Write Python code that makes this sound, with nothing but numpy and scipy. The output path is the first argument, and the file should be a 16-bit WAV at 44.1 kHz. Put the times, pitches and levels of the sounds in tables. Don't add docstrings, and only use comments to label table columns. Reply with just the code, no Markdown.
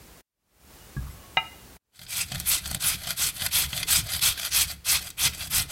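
import sys
import numpy as np
from scipy import signal
from scipy.fft import rfft, irfft, next_fast_len
from scipy.io import wavfile
from scipy.ndimage import uniform_filter1d

SR = 44100
rng = np.random.default_rng(int(sys.argv[2]) if len(sys.argv) > 2 else 0)


def wrap_up_sound(samples):
    columns = np.atleast_2d(samples).T
    tamed = np.clip(columns, -1, 1)
    steps = np.round(tamed * 32767).astype(np.int16)
    wavfile.write(sys.argv[1], SR, steps)


def invert_db(level):
    return 10 ** (np.asarray(level, dtype=float) / 20)


N = 251811
TIME = np.arange(N) / SR
CUTTING, RETURNING = 0, 1
LINGER_S = 0.0074

# start_s, peak_db, treble_minus_peak_db, table_thump_db, pinged_mode_hz
CATCH = [(1.991, -26, -10, -45, 4070), (2.015, -27.5, -13.5, -45, 3300), (2.064, -29.5, -18, -55, 5050),
         (2.317, -26, -5, -32, 2530), (2.346, -31, 5, -35, 2550), (2.399, -22.5, 5, -42, 5600),
         (2.66, -34.5, 1, -39, 4300), (2.712, -27, 2, -33, 770), (2.746, -23, 4.5, -32.5, 4350),
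         (2.822, -26.5, 6.5, -50, 4720), (2.858, -29, -1.5, -44, 4670), (3.033, -32.5, 0, -49, 3440),
         (3.07, -25, 1, -41, 3240), (3.105, -18, -5, -38.5, 3366), (3.418, -22.5, -4.5, -35.5, 5000),
         (3.462, -20, 1, -43, 3690), (3.557, -31.5, -5, -50, 4740), (3.729, -16.5, -33, -35, 3240),
         (3.829, -14.5, -6, -52, 3480), (3.885, -26.5, 2, -45, 4300), (4.224, -30.5, 1.5, -41, 4000),
         (4.376, -24, -3.5, -50, 1603), (5.102, -33, 9, -64, 3840), (5.581, -19.5, -1.5, -33.5, 5370)]
# start_s, level_db
BOWL_TAP = [
    (.9655, -22.5),
]


def level(x, db):
    return x * invert_db(db) / np.sqrt(np.mean(x ** 2))


def colour(x, points):
    curve_hz, curve_db = np.transpose(points)
    hz = np.fft.rfftfreq(4096, 1 / SR) + 1
    db = np.interp(np.log(hz), np.log(curve_hz), curve_db)
    cepstrum = irfft(np.log(invert_db(db)))
    cepstrum[1:2048] *= 2
    cepstrum[2049:] = 0
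    response = irfft(np.exp(rfft(cepstrum)))
    return level(signal.oaconvolve(x, response)[:N], 0)


def walk(rate):
    hold = int(SR / rate)
    steps = np.repeat(rng.standard_normal(4000), hold)[:N]
    return 1.2 * uniform_filter1d(steps, hold)


def linger(power, seconds):
    k = np.exp(-1 / (seconds * SR))
    return np.sqrt(signal.lfilter([1 - k], [1, -k], power) + 1e-18)


def strike(taps, modes, push=.0004):
    out, t = np.zeros(N + SR), TIME[:SR // 2]
    ring = sum(invert_db(db - 60 * t / t60) * np.sin(2 * np.pi * hz * t) for hz, db, t60 in modes)
    ring = ring * (1 - np.exp(-t / push))
    for s, db in taps:
        start = int(s * SR)
        out[start:start + len(t)] += invert_db(db) * ring
    return out[:N]


def bursts(start_s, db, rise, fall):
    t = np.maximum(TIME[None, ::16] - start_s[:, None], 0)
    puffs = np.exp(-t / fall) * (1 - np.exp(-t / rise))
    return np.repeat(invert_db(db) @ puffs, 16)[:N]


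def strokes(way, db, column=2, more_power=0, fall_db=0):
    # start_s, length_s, level_db, share_before_top_speed (0-1), table_shake_db
    down = [(2.059, 0.18, -29.5, 0.81, -41), (2.44, 0.16, -25.5, 0.42, -36.5),
            (2.785, 0.18, -26, 0.48, -33.5), (3.156, 0.16, -25, 0.42, -34.5),
            (3.499, 0.17, -23.5, 0.4, -32.5), (3.859, 0.16, -21.5, 0.43, -30),
            (4.202, 0.13, -21.5, 0.34, -33.5), (4.496, 0.16, -22, 0.52, -33.5),
            (4.839, 0.15, -22, 0.56, -33.5), (5.165, 0.12, -23, 0.7, -31.5), (5.491, 0.14, -24, 0.47, -31)]
    up = [(1.958, 0.11, -45.5, 0.48, -45), (2.235, 0.251, -40.5, 0.4, -35.5),
          (2.575, 0.22, -37.5, 0.5, -33.2), (2.945, 0.21, -34.5, 0.69, -38.5),
          (3.303, 0.18, -31.5, 0.84, -38), (3.647, 0.199, -32.5, 0.78, -34), (3.997, 0.2, -30.5, 0.75, -37),
          (4.304, 0.17, -32.5, 1, -43), (4.648, 0.086, -34.5, 0.71, -40), (4.989, 0.14, -39.5, 0.23, -40),
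          (5.282, 0.18, -34.5, 1, -36), (5.673, 0.19, -14.5, 0.84, -60.0)]
    landing = (1.912, .08, -46.5, .65, -50)
    rows = np.array((down, [landing, *up])[way])
    along = np.clip((TIME[::16] - rows[:, :1]) / rows[:, 1:2], 0, 1)
    top = np.clip(rows[:, 3:4], .05, .95)
    speed = np.sin(np.pi / 2 * np.minimum(along / top, (1 - along) / (1 - top)))
    speed_power = (1.057, 1.5)[way]
    gain = invert_db(rows[:, column, None] + db - fall_db * along) * speed ** (speed_power + more_power)
    return np.repeat(np.sum(gain ** 2, axis=0), 16)[:N]


def tears(rate, spread_db, patchy_db):
    size = invert_db(spread_db * rng.exponential(size=N)) * rng.standard_normal(N)
    torn = rng.random(N) < rate / SR
    contact_db = patchy_db * walk(170) + patchy_db / 2 * walk(60)
    return level(size * torn * invert_db(contact_db), 0)


def tooth_rows():
    gap_s, tick_db, spread_db, fall_s = .021, 2.5, 2.5, .0035
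    chance, ticks = rng.standard_normal((400, 2)), np.zeros(4 * N)
    at = np.cumsum(gap_s * invert_db(3 * chance[:, 0])) * SR
    ticks[at.astype(int)] = invert_db(tick_db + spread_db * chance[:, 1])
    t = TIME[:1024]
    shape = np.exp(-t / fall_s) * (1 - np.exp(-t / .001))
    skip_db = 2 * walk(45)
    return invert_db(skip_db) * (1 + signal.oaconvolve(ticks[:N], shape)[:N])


def patchy(x):
    size = next_fast_len(N, real=True)
    spectrum, hz = rfft(x, size), np.fft.rfftfreq(size, 1 / SR)
    step = np.clip(2 * np.log2(hz / 1000 + 1e-9), 0, 8)
    out = 0
    for k in range(9):
        band = irfft(spectrum * np.clip(1 - np.abs(step - k), 0, 1), size)[:N]
        out = out + band * invert_db(2.6 * walk(55))
    return out


def ring_by_turns(x, modes, wander_db):
    out = 0
    for hz, width, db in modes:
        pole = np.exp((2j * hz - width) * np.pi / SR)
        drive = x * invert_db(wander_db * walk(35))
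        out = out + invert_db(db) * np.sqrt(width) * signal.lfilter([1], [1, -pole], drive).imag
    return signal.sosfilt(signal.butter(2, 1100, "high", fs=SR, output="sos"), out)


def flesh(cutting, contact, scrape, hiss):
    # pitch_hz, level_db per Hz
    cut = [(240, -56), (400, -29.5), (751, -17), (2020, -10), (2590, 0), (3010, -5), (3340, -1), (3940, -1),
           (4270, 0.5), (6500, -3.5), (8450, -13.5), (14300, -120)]
    slide = [(530, -35), (900, -23.5), (1470, 0.5), (2820, -2.5), (3190, -0.5), (4550, 8), (4790, 12),
             (5200, 2.5), (6500, -4), (8450, -54), (14300, -120)]
    wet_hiss = [(3530, -45), (6000, -6), (7010, -8), (8100, 1), (8790, -3.5), (12200, -1.5), (13900, -7.5),
                (16000, -17)]
    rough = contact + 1.1 * tears(16000, 1.2, 1.3)
    fine = contact + 1.4 * tears(18000, 1.1, 1.5)
    low = scrape * (cutting * colour(rough, cut) + (1 - cutting) * colour(rough, slide))
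    return patchy(low + hiss * colour(fine, wet_hiss))


def steel(cutting, contact, scrape, hiss):
    # pitch_hz, width_hz, level_db
    plate = [(1480, 90, -7), (1615, 70, -9), (2070, 55, -6), (2390, 80, -8), (2515, 70, -6), (2670, 80, -6),
             (3110, 70, -2), (3260, 80, -2), (3350, 70, -3), (3460, 90, -1), (3735, 80, -3), (4110, 90, -6),
             (4270, 110, -1), (4720, 110, -3), (4880, 90, -1), (5330, 80, -5), (5800, 110, -7),
             (6200, 140, -8)]
    # pitch_hz, width_hz, level_db
    teeth = [(8600, 220, -12), (10830, 350, 7), (10180, 200, 21.5), (11680, 300, 6)]
    drive = contact * scrape * invert_db(-3 * cutting)
    plate_ring = level(ring_by_turns(drive, plate, wander_db=4.5), -35)
    return plate_ring + level(ring_by_turns(contact * hiss, teeth, wander_db=4), -39.5)


def catches():
    ping = sum(strike([(s, db - 5.5)], [(hz, 0, .05)], push=.002) for s, db, _, _, hz in CATCH)
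    taps = [(s, thump_db - 1.5) for s, _, _, thump_db, _ in CATCH]
    return ping + strike(taps, [(130.7, 7.2, 0.11), (173.0, 0.5, 0.22)], push=0.0017)


def grater():
    down = linger(strokes(CUTTING, -3), LINGER_S)
    up = linger(strokes(RETURNING, -1.5), LINGER_S)
    cutting = down / (down + up)
    tearing = strokes(CUTTING, 4, more_power=0.33, fall_db=2.5)
    tearing = tearing + strokes(RETURNING, 0.66, more_power=.2, fall_db=-1)
    skip = cutting + (1 - cutting) * invert_db(-2.0) * tooth_rows()
    start_s, peak_db, treble_db = np.array(CATCH).T[:3]
    scrape = skip * np.hypot(down, up) + bursts(start_s, peak_db + 4, 0.0048, 0.0025)
    hiss = skip * linger(tearing, LINGER_S) + bursts(start_s, peak_db + treble_db - 1.5, 0.00055, 0.0024)
    contact = cutting * tears(16000, 1.1, 1.1) + (1 - cutting) * tears(6000, 1.5, 2.2)
    grating = flesh(cutting, contact, scrape, hiss) + steel(cutting, contact, scrape, hiss)
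    return grating + catches()


def bowl():
    # pitch_hz, level_db, t60_s
    bowl_modes = [(134, -2.5, 0.09), (192, -13, 0.12), (63.1, -13.5, 0.75), (101.3, -22, 0.61),
                  (271, -13.5, 0.064), (1140, -22, 0.075), (1268, -41.5, 0.091), (1650, -15, 0.06),
                  (654, -32, 0.046)]
    return strike(BOWL_TAP, bowl_modes, push=0.0037)


def dish():
    # start_s, level_db
    tap = [
        (1.3705, -23.5),
    ]
    # pitch_hz, level_db, t60_s
    dish_modes = [(160, -15, .08), (400, -28, .06), (770, 0, .06), (803, -25, .45), (900, -3, .12),
                  (895, -30, .45), (1174, -24, .2), (1299, -6, .17), (1345, -23, .3), (1620, -3, .055),
                  (2055, 3, .055), (2046, -33, .55), (2200, -8, .06), (2418, -4, .12), (2395, -30, .5),
                  (2780, -22, .2), (2840, 1, .085), (3800, -10, .07), (3817, -31, .6), (3934, -22, .1),
                  (4958, -38, .35), (5100, -26, .04), (6300, -28, .08)]
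    # pitch_hz, half_split_hz, level_db, t60_s
    split_rim = (2845, 7.6, -15, .45)
    hz, half_split, db, t60 = split_rim
    since = np.maximum(TIME - tap[0][0], 0)
    out = strike(tap, [(hz, db, t60)]) * np.sin(2 * np.pi * half_split * since)
    for mode in dish_modes:
        flutter_db = 5 * np.minimum(since / .06, 1) * (walk(50) - .9)
        out = out + strike(tap, [mode], push=.0003) * invert_db(flutter_db)
    return out


def chinks():
    # start_s, pitch_hz, level_db, t60_s
    glaze = [(.805, 2900, -61, .3), (1.105, 11300, -58, .25), (1.105, 8000, -61, .2),
             (1.105, 5300, -62, .12), (1.1, 2050, -58, .1), (1.06, 11300, -62, .2), (1.14, 1106, -65, .9),
             (1.232, 1106, -62, .6), (1.195, 2906, -66, .5), (1.515, 2050, -54, .15)]
    return sum(strike([(s, db)], [(hz, 0, t60)], push=.003) for s, hz, db, t60 in glaze)


def grip(db, t60):
    rise_s, hold_s = .04, .11
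    since = TIME - BOWL_TAP[0][0]
    settle_db = -60 * np.maximum(since - hold_s, 0) / t60
    return np.clip(since / rise_s, 0, 1) ** 2 * invert_db(db + settle_db)


def table():
    # pitch_hz, level_db per Hz
    rumble_curve = [(13, -41.5), (22, 9), (48, -6), (65, 8.5), (92, 2.5), (125, -0.5), (183, -3.5),
                    (227, -22), (285, -14.5), (330, -26), (430, -57.5), (730, -120)]
    creak_curve = [(200, -29.5), (270, 4), (350, -3), (480, -1.5), (600, -20.5)]
    rumble = colour(rng.standard_normal(N) * invert_db(2.9 * walk(30)), rumble_curve)
    creak = colour(tears(1500, 0.99, 4.3), creak_curve)
    boom = colour(tears(2500, 1.3, 1.6), [(420, -65), (560, 5.5), (740, 11.5), (900, -6), (1100, -34.5)])
    rub_curve = [(700, -47.5), (1000, -22), (1200, -18.5), (1500, -25.5), (2000, -41.5)]
    rub = colour(tears(5400, 1.5, 2.5), rub_curve)
    shaking = strokes(CUTTING, 0, column=4, more_power=0.11)
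    shaking = shaking + strokes(RETURNING, 0, column=4, more_power=0.71)
    shake = linger(shaking, 0.045)
    catch = np.array(CATCH)
    push = linger(strokes(CUTTING, -27.5) + strokes(RETURNING, -16), LINGER_S)
    push = push + bursts(catch[:, 0], catch[:, 3] - 8.5, 0.0016, 0.016)
    shaken = shake * (rumble + invert_db(-17) * creak) + push * boom
    return shaken + grip(-44, 0.48) * rumble + grip(-61.5, .45) * rub


def room(dry):
    t60_s, tail_db = .45, -20.5
    t = TIME[:SR // 2]
    tail = signal.lfilter([.3], [1, -.7], rng.standard_normal(len(t)))
    tail = tail * invert_db(-60 * t / t60_s) * (t > .004)
    return signal.oaconvolve(dry, level(tail, tail_db) / np.sqrt(len(t)))[:N]


def kitchen():
    # pitch_hz, level_db per Hz
    floor = [(12, -40), (42, 2), (65, 2.5), (81, -3), (98, -5), (182, -8), (678, -14.5), (759, -14.5),
             (1220, -17.5), (2820, -20.5), (3160, -21.5), (13500, -23.5), (16000, -23)]
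    return level(colour(rng.standard_normal(N), floor), -55.5)


def widen(mono):
    # pitch_hz, relative_gain_db
    side_gain = [(60, -19), (110, -17.5), (200, -17.5), (380, 5.5), (700, -12), (1290, -12.5),
                 (2380, -14.5), (4400, -7), (8120, -3.5), (15000, -1.5)]
    smear = rng.standard_normal(512) * invert_db(-60 * TIME[:512] / .02)
    side = level(colour(signal.oaconvolve(mono, smear)[:N], side_gain), -52)
    return np.array([mono + side, mono - side])


def scene():
    dry = grater() + bowl() + dish() + chinks()
    return widen(dry + room(dry) + table() + kitchen())


def shots():
    # start_s, fade_in_s, fade_depth_db, gain_db
    views = [
        (-1, .5, 50, 6),
        (.208, 0.55, 60.5, 7.5),
        (1.768, 0.34, 39, -2),
    ]
    ends = [view[0] for view in views[1:]] + [N / SR]
    gain = 0
    for (start, fade, depth_db, db), end in zip(views, ends):
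        missing = np.clip(1 - (TIME - start) / fade, 0, 1) ** 1.44
        drop_db = 60 * np.maximum(TIME - end, 0) / .027
        gain = gain + (TIME >= start) * invert_db(db - depth_db * missing - drop_db)
    return gain


def low_pass(x):
    return signal.sosfilt(signal.butter(12, 16680, fs=SR, output="sos"), x)


def record(dry):
    x = np.tanh(2.0 * dry) / 2.0
    x = signal.sosfilt(signal.butter(2, 38, "high", fs=SR, output="sos"), x)
    x = x * shots() + invert_db(-91) * rng.standard_normal(N)
    mix = signal.sosfilt(signal.ellip(8, .3, 70, 15900, fs=SR, output="sos"), x)
    return low_pass(mix)


dry = scene()
out = record(dry)
wrap_up_sound(out)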